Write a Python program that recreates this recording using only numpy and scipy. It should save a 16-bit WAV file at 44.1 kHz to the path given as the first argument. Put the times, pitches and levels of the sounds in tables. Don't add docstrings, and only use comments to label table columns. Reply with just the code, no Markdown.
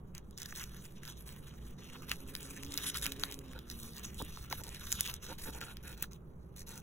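import sys
import numpy as np
from scipy import signal
from scipy.fft import rfft, irfft
from scipy.io import wavfile
from scipy.ndimage import uniform_filter1d

SR = 44100
rng = np.random.default_rng(int(sys.argv[2]) if len(sys.argv) > 2 else 0)


def unload_audio(sound):
    columns = np.transpose(np.atleast_2d(sound))
    steps = np.round(np.clip(columns, -1, 1) * 32767)
    wavfile.write(sys.argv[1], SR, steps.astype(np.int16))


N = 300762
TIME = np.arange(N) / SR
FREQS = np.fft.rfftfreq(N, 1 / SR)

# pitch in Hz, width in Hz, level in dB.
BOARD_NOTES = [(154, 170, -9.5), (297, 40, 0.5), (475, 84, -1), (901, 52, 1), (1055, 210, -14.5),
               (1446, 100, 3.5), (1790, 240, -9.5), (2570, 100, -9), (3930, 320, -6)]


def amp(db):
    return 10 ** (np.asarray(db) / 20)


def unit(x):
    return x / np.sqrt(np.mean(x ** 2) + 1e-20)


def curves(rows):
    s, *columns = np.transpose(rows)
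    return [np.interp(TIME, s, c) for c in columns]


def gains(points):
    hz, db = np.transpose(points)
    return amp(np.interp(np.log(FREQS + 1), np.log(hz), db))


def colour(x, points):
    cepstrum = irfft(np.log(gains(points)), N)
    cepstrum[1:N // 2] *= 2
    cepstrum[N // 2 + 1:] = 0
    return unit(irfft(rfft(x) * np.exp(rfft(cepstrum)), N))


def drift(rate_hz, step=100):
    hz = np.fft.rfftfreq(4096, step / SR)
    noise = rng.standard_normal(4096)
    slow = irfft(rfft(noise) / (1 + (hz / rate_hz) ** 2))
    return unit(np.interp(TIME, np.arange(len(slow)) * step / SR, slow))


def resonate(x, hz, width_hz):
    r = np.exp(-np.pi * width_hz / SR)
    gain = (1 - r * r) / 2
    feedback = [1, -2 * r * np.cos(2 * np.pi * hz / SR), r * r]
    return signal.lfilter([gain, 0, -gain], feedback, x + 1e-18)


def add(out, s, sound):
    i = int(s * SR)
    out[i:i + len(sound)] += sound[:N - i]


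def slips(per_s, spread_db):
    size, sign, chance = rng.random((3, N))
    out, hit = np.zeros(N), chance < per_s / SR
    click_db = spread_db * np.minimum(-np.log(1 - size[hit]), 4)
    out[hit] = amp(click_db) * np.sign(sign[hit] - .5)
    return unit(out)


def diffuse(points, apart_hz=750):
    apart = np.minimum(FREQS / apart_hz + 0.005, 1)
    mid, side = [rfft(colour(rng.standard_normal(N), points)) for _ in range(2)]
    return irfft((mid + apart * side * np.array([[1], [-1]])) / np.sqrt(1 + apart ** 2), N)


def reflections(x, fade_s, wet_db):
    t = TIME[:SR // 20]
    tails = rng.standard_normal((2, len(t))) * amp(-60 * t / fade_s) * (t > .0003)
    tails /= np.linalg.norm(tails, axis=1, keepdims=True)
    return amp(wet_db) * signal.oaconvolve(x[None], tails, axes=1)[:, :N]


def room_rumble(level_db=-50.0):
    # frequency in Hz, level in dB.
    rumble_tone = [(15, 5), (35, -32), (56, 7), (92, -8), (145, -1.5), (200, -5), (270, -17), (380, -12),
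                   (650, -25.5), (1200, -27), (2200, -45), (5000, -67.5), (16000, -52)]
    return amp(level_db) * diffuse(rumble_tone)


def distant_motor(hum_db=-0.6, road_db=1.0, roughness=0.45):
    # time in seconds, pitch in Hz, level in dB.
    motor_run = [(0, 100.7, -100), (1.5, 112.6, -70.5), (1.95, 127.3, -62.5), (2.25, 134.4, -62),
                 (2.75, 140.1, -57.5), (2.9, 141, -67), (3.08, 138.3, -55.5), (3.27, 139, -57.5),
                 (3.45, 131.6, -60), (3.65, 120, -63.5), (4.1, 106.7, -63), (4.6, 100, -79)]
    # multiple of the pitch, level in dB.
    harmonics = [(1, -8), (2, 2.5), (3, -6), (4, -11.5)]
    # frequency in Hz, level in dB.
    road_tone = [(120, 4.5), (250, -0.5), (430, 2.5), (650, -10), (1200, -10.5), (3000, -65)]
    pitch, motor_db = curves(motor_run)
    phase = 2 * np.pi * np.cumsum(pitch * (1 + 0.00685 * drift(7.57))) / SR
    hum = 0
    for multiple, db in harmonics:
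        level = amp(db + 1.2 * drift(7.2)) * (1 + roughness * drift(17))
        hum += level * np.sqrt(2) * np.sin(multiple * phase + 0.5 * drift(15))
    return amp(motor_db) * (amp(hum_db) * hum + amp(road_db) * diffuse(road_tone))


def table_thuds():
    # time in seconds, thud level in dB.
    pressing = [(0, -79), (2.3, -86), (2.6, -51.5), (3.1, -63), (3.9, -62.5), (4.25, -52.5), (4.6, -54),
                (5.0, -50.5), (5.5, -63.5), (5.85, -56.5), (6.1, -73)]
    # frequency in Hz, level in dB.
    table_tone = [(15, -21.5), (28, -22.5), (52, 5), (80, -0.5), (130, -11.5), (220, -13.5), (500, -68.5)]
    return amp(curves(pressing)[0]) * colour(slips(90, spread_db=3.5), table_tone)


def board_rings(force, damping=1):
    return [amp(db) * (-1) ** k * resonate(force, hz, damping * width)
            for k, (hz, width, db) in enumerate(BOARD_NOTES)]


def board_drags(split_hz=1100):
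    # start in seconds, length in seconds, level in dB, boost of the low notes in dB.
    drags = [(3.543, 0.048, -53.5, 5.5), (4.199, 0.021, -45.5, 14), (4.506, 0.0325, -47, 1),
             (4.59, 0.036, -52.5, 12), (4.652, 0.052, -55, 7), (5.28, 0.057, -48.5, 7.5),
             (5.449, 0.058, -48, 4.5), (5.513, 0.099, -53.5, 6), (5.605, 0.047, -44.5, -3.5),
             (5.645, 0.099, -54.5, -3), (5.827, 0.13, -55, -2), (5.95, 0.11, -61.5, -4),
             (6.024, 0.026, -50, -19), (6.656, 0.19, -60, 4)]
    out = np.zeros(N)
    judder = slips(1400, spread_db=4.0) * amp(1.3 * drift(44))
    rings = np.array(board_rings(judder))
    is_low = np.array(BOARD_NOTES)[:, 0] < split_hz
    low, high = sum(rings[is_low]), sum(rings[~is_low])
    for s, length, db, low_db in drags:
        span = slice(int(s * SR), int((s + length) * SR))
        drag = unit(high[span] + amp(low_db) * low[span])
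        add(out, s, amp(db) * drag * signal.windows.tukey(len(drag), .5))
    return out


def board_knocks():
    # time in seconds, level in dB, frequency in Hz above which the hit is dulled.
    knocks = [(4.2165, -39.5, 885), (4.2227, -33, 258), (4.5251, -36, 2800), (5.486, -36, 449)]
    out = np.zeros(N)
    for s, db, contact_hz in knocks:
        soften = signal.butter(2, contact_hz, fs=SR, output="sos")
        hit = signal.sosfilt(soften, signal.sosfilt(soften, signal.unit_impulse(SR // 10)))
        ring = sum(board_rings(hit, damping=1.2))
        add(out, s, amp(db) * ring / np.abs(ring).max())
    return out


def falling_chirps(lowest_hz=313, roughness=.35):
    # time in seconds, level in dB, first pitch in Hz, fall in octaves a second,
    # swell time in seconds.
    chirps = [(0.5237, -39, 2570, 320, 0.0014), (4.2161, -33.5, 1590, 460, 0.0014),
              (4.3726, -41, 1520, 310, .001), (4.5268, -32, 1242, 170, 0.0013),
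              (6.0404, -46, 1760, 230, 0.0014)]
    out, t = np.zeros(N), TIME[:SR // 80]
    for s, db, hz, octaves_per_s, swell_s in chirps:
        swell = t / swell_s * np.exp(1 - t / swell_s)
        pitch = hz * 2 ** (-octaves_per_s * t)
        note = np.sin(2 * np.pi * np.cumsum(pitch) / SR)
        uneven = 1 + roughness * unit(uniform_filter1d(rng.standard_normal(len(t)), size=16))
        bass_loss = 1 / (1 + (lowest_hz / pitch) ** 4)
        add(out, s, amp(db) * swell * uneven * bass_loss * note)
    return out


def seaweed_cracks(low_swell_s=.00048, high_swell_s=.0003):
    # time in seconds, energy in dB, low note in Hz, high note in Hz, low note's share in dB.
    cracks = [(2.116, -7, 1770, 2570, -6.5), (3.065, -9.5, 1640, 2980, -15),
              (3.236, -3.5, 1470, 3830, -8.5), (4.526, -12.5, 970, 2060, -15)]
    out, t = np.zeros(N), TIME[:SR // 100]
    for s, db, low_hz, high_hz, low_db in cracks:
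        low = unit(t * np.exp(-t / low_swell_s) * np.sin(2 * np.pi * low_hz * t))
        high = unit(t * np.exp(-t / high_swell_s) * np.sin(2 * np.pi * high_hz * t))
        crack = high + amp(low_db) * low
        add(out, s, amp(db) * crack / np.linalg.norm(crack))
    return out


def film_squeak(ring_hz=15200, width_hz=1100, jerk_s=0.00048, tick=0.24):
    # time in seconds, level in dB.
    jerks = [(6.0234, -19), (6.0247, -19.5), (6.026, -14)]
    out, t = np.zeros(N), TIME[:SR // 100]
    ring = np.sin(2 * np.pi * ring_hz * t) * np.exp(-np.pi * width_hz * t)
    for s, db in jerks:
        jerk = rng.choice([-1, 1], len(t)) * np.exp(-t / jerk_s)
        add(out, s, amp(db) * (ring + tick * jerk))
    return out


def film_tears():
    # start in seconds, length in seconds, level in dB.
    tears = [(2.831, 0.017, -42.5), (2.858, 0.05, -36.5), (2.955, 0.036, -42), (3.02, 0.032, -38)]
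    # frequency in Hz, level in dB.
    rip_tone = [(600, -44), (1100, -25), (1500, 2.5), (2150, 1.5), (2900, 6.5), (3700, 8.5), (5000, 1.5),
                (7000, 4.5), (9000, 6.5), (11200, 10.5), (13000, -8), (15500, -11)]
    out, rip = np.zeros(N), colour(slips(4000, spread_db=3.0), rip_tone)
    for s, length, db in tears:
        run = rip[int(s * SR):int((s + length) * SR)]
        add(out, s, amp(db) * run * signal.windows.tukey(len(run), .3))
    return out


def small_snaps(film_db, per_s=24, over_rub_db=16, spread_db=2.5, centre_hz=6100):
    s = TIME[rng.random(N) < per_s / SR]
    size, octaves = np.clip(rng.standard_normal((len(s), 2)), -2, 2).T
    db = np.interp(s, TIME, film_db) + over_rub_db + spread_db * size
    return list(zip(s, db, centre_hz * 2 ** octaves))


def film_snaps(film_db, crack_s=.0004, flutter_s=.005, flutter_db=-27, width=0.46):
    # time in seconds, energy in dB, pitch in Hz.
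    main_snaps = [(0.1504, -23, 5400), (0.1803, -22.5, 6500), (0.31, -35.5, 8700), (0.3772, -20.5, 6100),
                  (0.3846, -24.5, 6270), (0.403, -27, 5500), (0.419, -18, 6200), (0.4313, -20.5, 5600),
                  (0.459, -19.5, 5360), (0.5602, -21.5, 6100), (0.5966, -23, 6200), (0.6158, -22, 5960),
                  (0.6396, -19.5, 5300), (0.8538, -29, 6000), (1.0526, -25, 4320), (1.0775, -23.5, 4600),
                  (1.0952, -31, 8800), (1.2236, -33, 11600), (1.291, -26.5, 3430), (1.3248, -32, 8140),
                  (2.0952, -18.5, 4200), (2.1157, -10, 5440), (2.2776, -32, 10000), (2.352, -12, 3930),
                  (2.3643, -24, 4800), (2.4302, -22.5, 8900), (2.5803, -45, 3650), (2.6339, -19.5, 4200),
                  (2.6482, -25, 7000), (2.6644, -27, 4200), (2.7215, -19, 4300), (2.7407, -15, 7860),
                  (2.7758, -7, 4440), (2.7804, -14, 4600), (2.9444, -16.5, 4160), (2.972, -13, 7500),
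                  (3.015, -20, 9300), (3.058, -10.5, 3240), (3.065, -8, 6300), (3.1206, -13.5, 4100),
                  (3.1969, -22, 4970), (3.2362, -12.5, 5470), (3.2536, -23, 9000), (3.3134, -21.5, 5300),
                  (3.3234, -19, 5600), (3.3424, -20.5, 4930), (3.3903, -24, 5800), (3.5337, -28, 2520),
                  (3.5902, -25, 3340), (3.7005, -18, 4200), (3.7166, -30, 7000), (3.8327, -24.5, 8400),
                  (3.967, -26, 7000), (3.9817, -23, 6500), (3.9952, -26, 8000), (4.05, -24, 7000),
                  (4.145, -27, 8200), (4.2231, -20, 8500), (4.3732, -28, 3600), (4.501, -26, 6300),
                  (4.5265, -12.5, 4330), (4.6367, -22, 5900), (4.6405, -24, 6000), (4.6676, -25, 3430),
                  (4.6915, -22.5, 6400), (4.7477, -23.5, 3280), (4.919, -8.5, 7570), (4.926, -3, 6600),
                  (4.9526, -26, 6500), (4.9556, -28, 6500), (5, -20, 6340), (5.0081, -1.5, 10000),
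                  (5.0432, -23, 3200), (5.0528, -21, 3400), (5.0636, -15, 3960), (5.0757, -16.5, 4300),
                  (5.0932, -23, 3400), (5.0976, -16, 3800), (5.101, -20, 3600), (5.1136, -24, 4100),
                  (5.1404, -15, 7900), (5.392, -35, 9500), (5.4471, -26, 7700), (5.5362, -29, 3460),
                  (5.6134, -18, 3170), (5.6389, -27, 4100), (5.7698, -22.5, 3530), (5.8788, -26.5, 7000),
                  (6.0273, -12.5, 9300), (6.1328, -30, 6000), (6.692, -24, 8260), (6.7412, -39, 7840),
                  (6.7775, -22.5, 7300)]
    # frequency in Hz, level in dB.
    click_tone = [(500, -13.5), (1500, -2.5), (3000, 1.5), (6000, -5.5), (11000, 7), (15500, 4.5)]
    out, t = np.zeros(N), TIME[:SR // 30]
    click = colour(signal.unit_impulse(N), click_tone)[:len(t)]
    fade = np.exp(-t / crack_s) + amp(flutter_db) * np.exp(-t / flutter_s)
    for s, db, hz in list(main_snaps) + small_snaps(film_db):
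        burst = rng.choice([-1, 1], len(t)) * fade
        burst[0] = 3
        low_hz = 0.78 * hz
        ring = resonate(burst, hz, width * hz) + amp(-8) * resonate(burst, low_hz, width * low_hz)
        ring = signal.sosfilt(signal.butter(2, 0.15 * hz, "high", fs=SR, output="sos"), ring)
        snap = unit(ring) + amp(-3) * unit(click)
        add(out, s, amp(db) * snap / np.linalg.norm(snap))
    return out


def blade_motion(attack_s=0.0087, sag_db_per_s=17.5, release_db_per_s=807, waver_db=0.5):
    # time in seconds, rub in dB, crunch in dB.
    creep = [(0, -79.5, -78), (0.35, -74.5, -80.5), (0.42, -59.5, -62), (0.52, -55, -52.5), (0.9, -65, -68),
             (1.75, -67.5, -68), (2.15, -61, -60), (2.6, -55, -57), (3.33, -54, -56), (3.4, -64.5, -63.5),
             (3.66, -67, -64.5), (3.75, -54.5, -60.5), (4.62, -63.5, -63), (4.75, -53.5, -55.5),
             (5.15, -51.5, -52.5), (5.19, -70, -68), (5.78, -72, -64), (6.2, -81.5, -88),
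             (6.82, -73.5, -72)]
    # start in seconds, length in seconds, rub in dB, crunch in dB.
    pushes = [(0.142, 0.044, -58, -57), (0.368, 0.059, -54, -57), (0.552, 0.046, -47.5, -56.5),
              (0.592, 0.036, -53.5, -52), (0.778, 0.046, -58, -60.5), (0.832, 0.023, -55.5, -57),
              (1.024, 0.099, -56, -56), (1.167, 0.043, -59, -66.5), (1.254, 0.082, -54.5, -60),
              (1.349, 0.043, -59.5, -62), (1.451, 0.039, -60, -58), (1.615, 0.095, -65, -64),
              (1.776, 0.05, -62.5, -55.5), (1.83, 0.08, -64.5, -62.5), (1.919, 0.042, -57.5, -52),
              (2.013, 0.019, -58, -50.5), (2.079, 0.054, -49.5, -50.5), (2.113, 0.021, -48.5, -50),
              (2.145, 0.061, -58, -62), (2.27, 0.03, -52.5, -58), (2.399, 0.049, -49, -62.5),
              (2.71, 0.16, -50, -51.5), (2.808, 0.07, -46.5, -47), (2.938, 0.019, -44, -47),
              (3.02, 0.062, -49, -44.5), (3.192, 0.044, -44.5, -47.5), (3.684, 0.04, -55, -78),
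              (3.787, 0.12, -52.5, -76), (3.962, 0.044, -52, -57.5), (4.03, 0.021, -41, -50.5),
              (4.177, 0.035, -46.5, -55.5), (4.273, 0.18, -55, -60.5), (4.495, 0.057, -50.5, -52.5),
              (4.567, 0.037, -49.5, -53), (4.634, 0.054, -55.5, -57), (4.901, 0.078, -47.5, -61.5),
              (4.99, 0.043, -47, -58), (5.049, 0.062, -49.5, -52), (5.219, 0.12, -52, -54.5),
              (5.379, 0.12, -46.5, -54), (5.52, 0.063, -53.5, -57), (5.6, 0.12, -52.5, -56),
              (5.825, 0.12, -55, -60.5), (5.966, 0.073, -56, -62.5), (6.027, 0.01, -44.5, -49.5),
              (6.108, 0.05, -60, -63.5), (6.557, 0.06, -54, -62.5), (6.663, 0.135, -53, -61)]
    # start in seconds, length in seconds, depth in dB.
    stalls = [(0.532, 0.02, 7), (0.984, 0.041, 6.5), (1.742, 0.04, 7), (2.233, 0.036, 7), (2.309, 0.031, 6),
              (3.095, 0.022, 5.5), (3.124, 0.075, 6.5), (3.345, 0.072, 7), (3.634, 0.041, 4),
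              (4.467, 0.023, 3), (5.116, 0.022, 7.5)]
    power = amp(np.array(curves(creep)) + waver_db * drift(14)) ** 2
    for s, length, film_db, seaweed_db in pushes:
        t = TIME[:int(length * SR) + SR // 10]
        fall_db = sag_db_per_s * t + release_db_per_s * np.maximum(t - length, 0)
        push = np.minimum(t / attack_s, 1) * amp(-fall_db)
        add(power[0], s, (amp(film_db) * push) ** 2)
        add(power[1], s, (amp(seaweed_db) * push) ** 2)
    level_db = 10 * np.log10(power)
    for s, length, depth_db in stalls:
        for layer_db in level_db:
            add(layer_db, s, -depth_db * signal.windows.tukey(int(length * SR), .5))
    return level_db


def crinkle(clicks, width=0.77):
    pitches = np.geomspace(1500, 15000, num=9)
    face = rng.integers(0, len(pitches), N)
    return unit(sum(resonate(clicks * (face == k), hz, width * hz) for k, hz in enumerate(pitches)))


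def film_rub(catches, creases, film_db):
    # frequency in Hz, level in dB.
    film_tone = [(1500, -12.5), (3000, -2.5), (3900, 8.5), (4800, -5), (6000, 5.5), (7500, -3), (9300, 0),
                 (11500, 2.5), (13500, -1), (15700, -0.5), (16300, -64)]
    slide = 0.6 * rng.standard_normal(N)
    grains = creases + 0.32 * catches + 0.25 * crinkle(catches + creases) + slide
    return colour(grains, film_tone) * amp(film_db + 0.5)


def seaweed_crunch(clicks, seaweed_db):
    # frequency in Hz, level in dB.
    seaweed_tone = [(350, -8.5), (700, -8.5), (1100, 2.5), (1500, 5), (2150, 2), (2800, 7), (3800, 4.5),
                    (4800, -15), (8000, -43.5)]
    crumbs = 0.71 * slips(2000, spread_db=2.5)
    return colour(clicks + crumbs, seaweed_tone) * amp(seaweed_db - 0.76 + 2.0 * drift(25))


def shifting_folds(x, swing_db=3.5, rate_hz=11, bands=10):
    centres = np.geomspace(1000, 16000, bands)
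    spectrum, out = rfft(x), 0
    for share in np.eye(bands):
        band = irfft(spectrum * np.interp(np.log(FREQS + 1), np.log(centres), share), N)
        out += band * unit(amp(swing_db * drift(rate_hz)))
    return out


def wrapper_rustle(film_db, seaweed_db):
    effort = amp(film_db + 57.0)
    per_s = 2400 * effort ** .6
    catches = slips(per_s, spread_db=1.5) / np.sqrt(per_s / per_s.mean())
    creases = 1.1 * slips(70, spread_db=0.5) * effort / (1 + effort ** 2)
    rub = film_rub(catches, creases, film_db)
    clumps = unit(amp(2.0 * drift(55)))
    crunch = seaweed_crunch(catches + creases, seaweed_db)
    return shifting_folds(rub + crunch) * clumps


def scene():
    # frequency in Hz, angle in radians by which the left leads.
    left_lead = [(0, 0), (450, -.4), (620, -1.2), (900, .6), (1250, -.5), (1650, 0), (2200, 1.4), (3300, 1),
                 (4500, 3.1), (6500, 6), (7600, 6.8), (9000, 9.4), (11000, 12.5), (13200, 15.7),
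                 (15500, 18.8), (22050, 25)]
    film_db, seaweed_db = blade_motion()
    cutting = wrapper_rustle(film_db, seaweed_db) + film_tears() + film_snaps(film_db)
    cutting += board_drags() + seaweed_cracks() + board_knocks() + falling_chirps() + film_squeak()
    lag = np.interp(FREQS, *np.transpose(left_lead))
    direct = np.array([cutting, irfft(rfft(cutting) * np.exp(-1j * lag), N)])
    blend = np.array([drift(3.7) for pattern in range(8)])
    blend /= np.linalg.norm(blend, axis=0)
    near = sum(reflections(cutting * share, fade_s=.008, wet_db=-9.5) for share in blend)
    walls = reflections(cutting, fade_s=0.099, wet_db=-18.0)
    return amp(-0.26) * (direct + near + walls) + table_thuds() + distant_motor() + room_rumble()


def record(dry):
    # frequency in Hz, right minus left in dB.
    balance = [(50, .8), (150, 2.5), (700, 3), (1400, .3), (2400, 2.3), (4000, .2), (16000, .2)]
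    tilt = gains(balance) ** np.array([[-.5], [.5]])
    heard = irfft(rfft(dry) * tilt, N)
    treble_cut = signal.ellip(10, .1, 80, 16400, fs=SR, output="sos")
    return signal.sosfilt(treble_cut, heard)


dry = scene()
out = record(dry)
unload_audio(out)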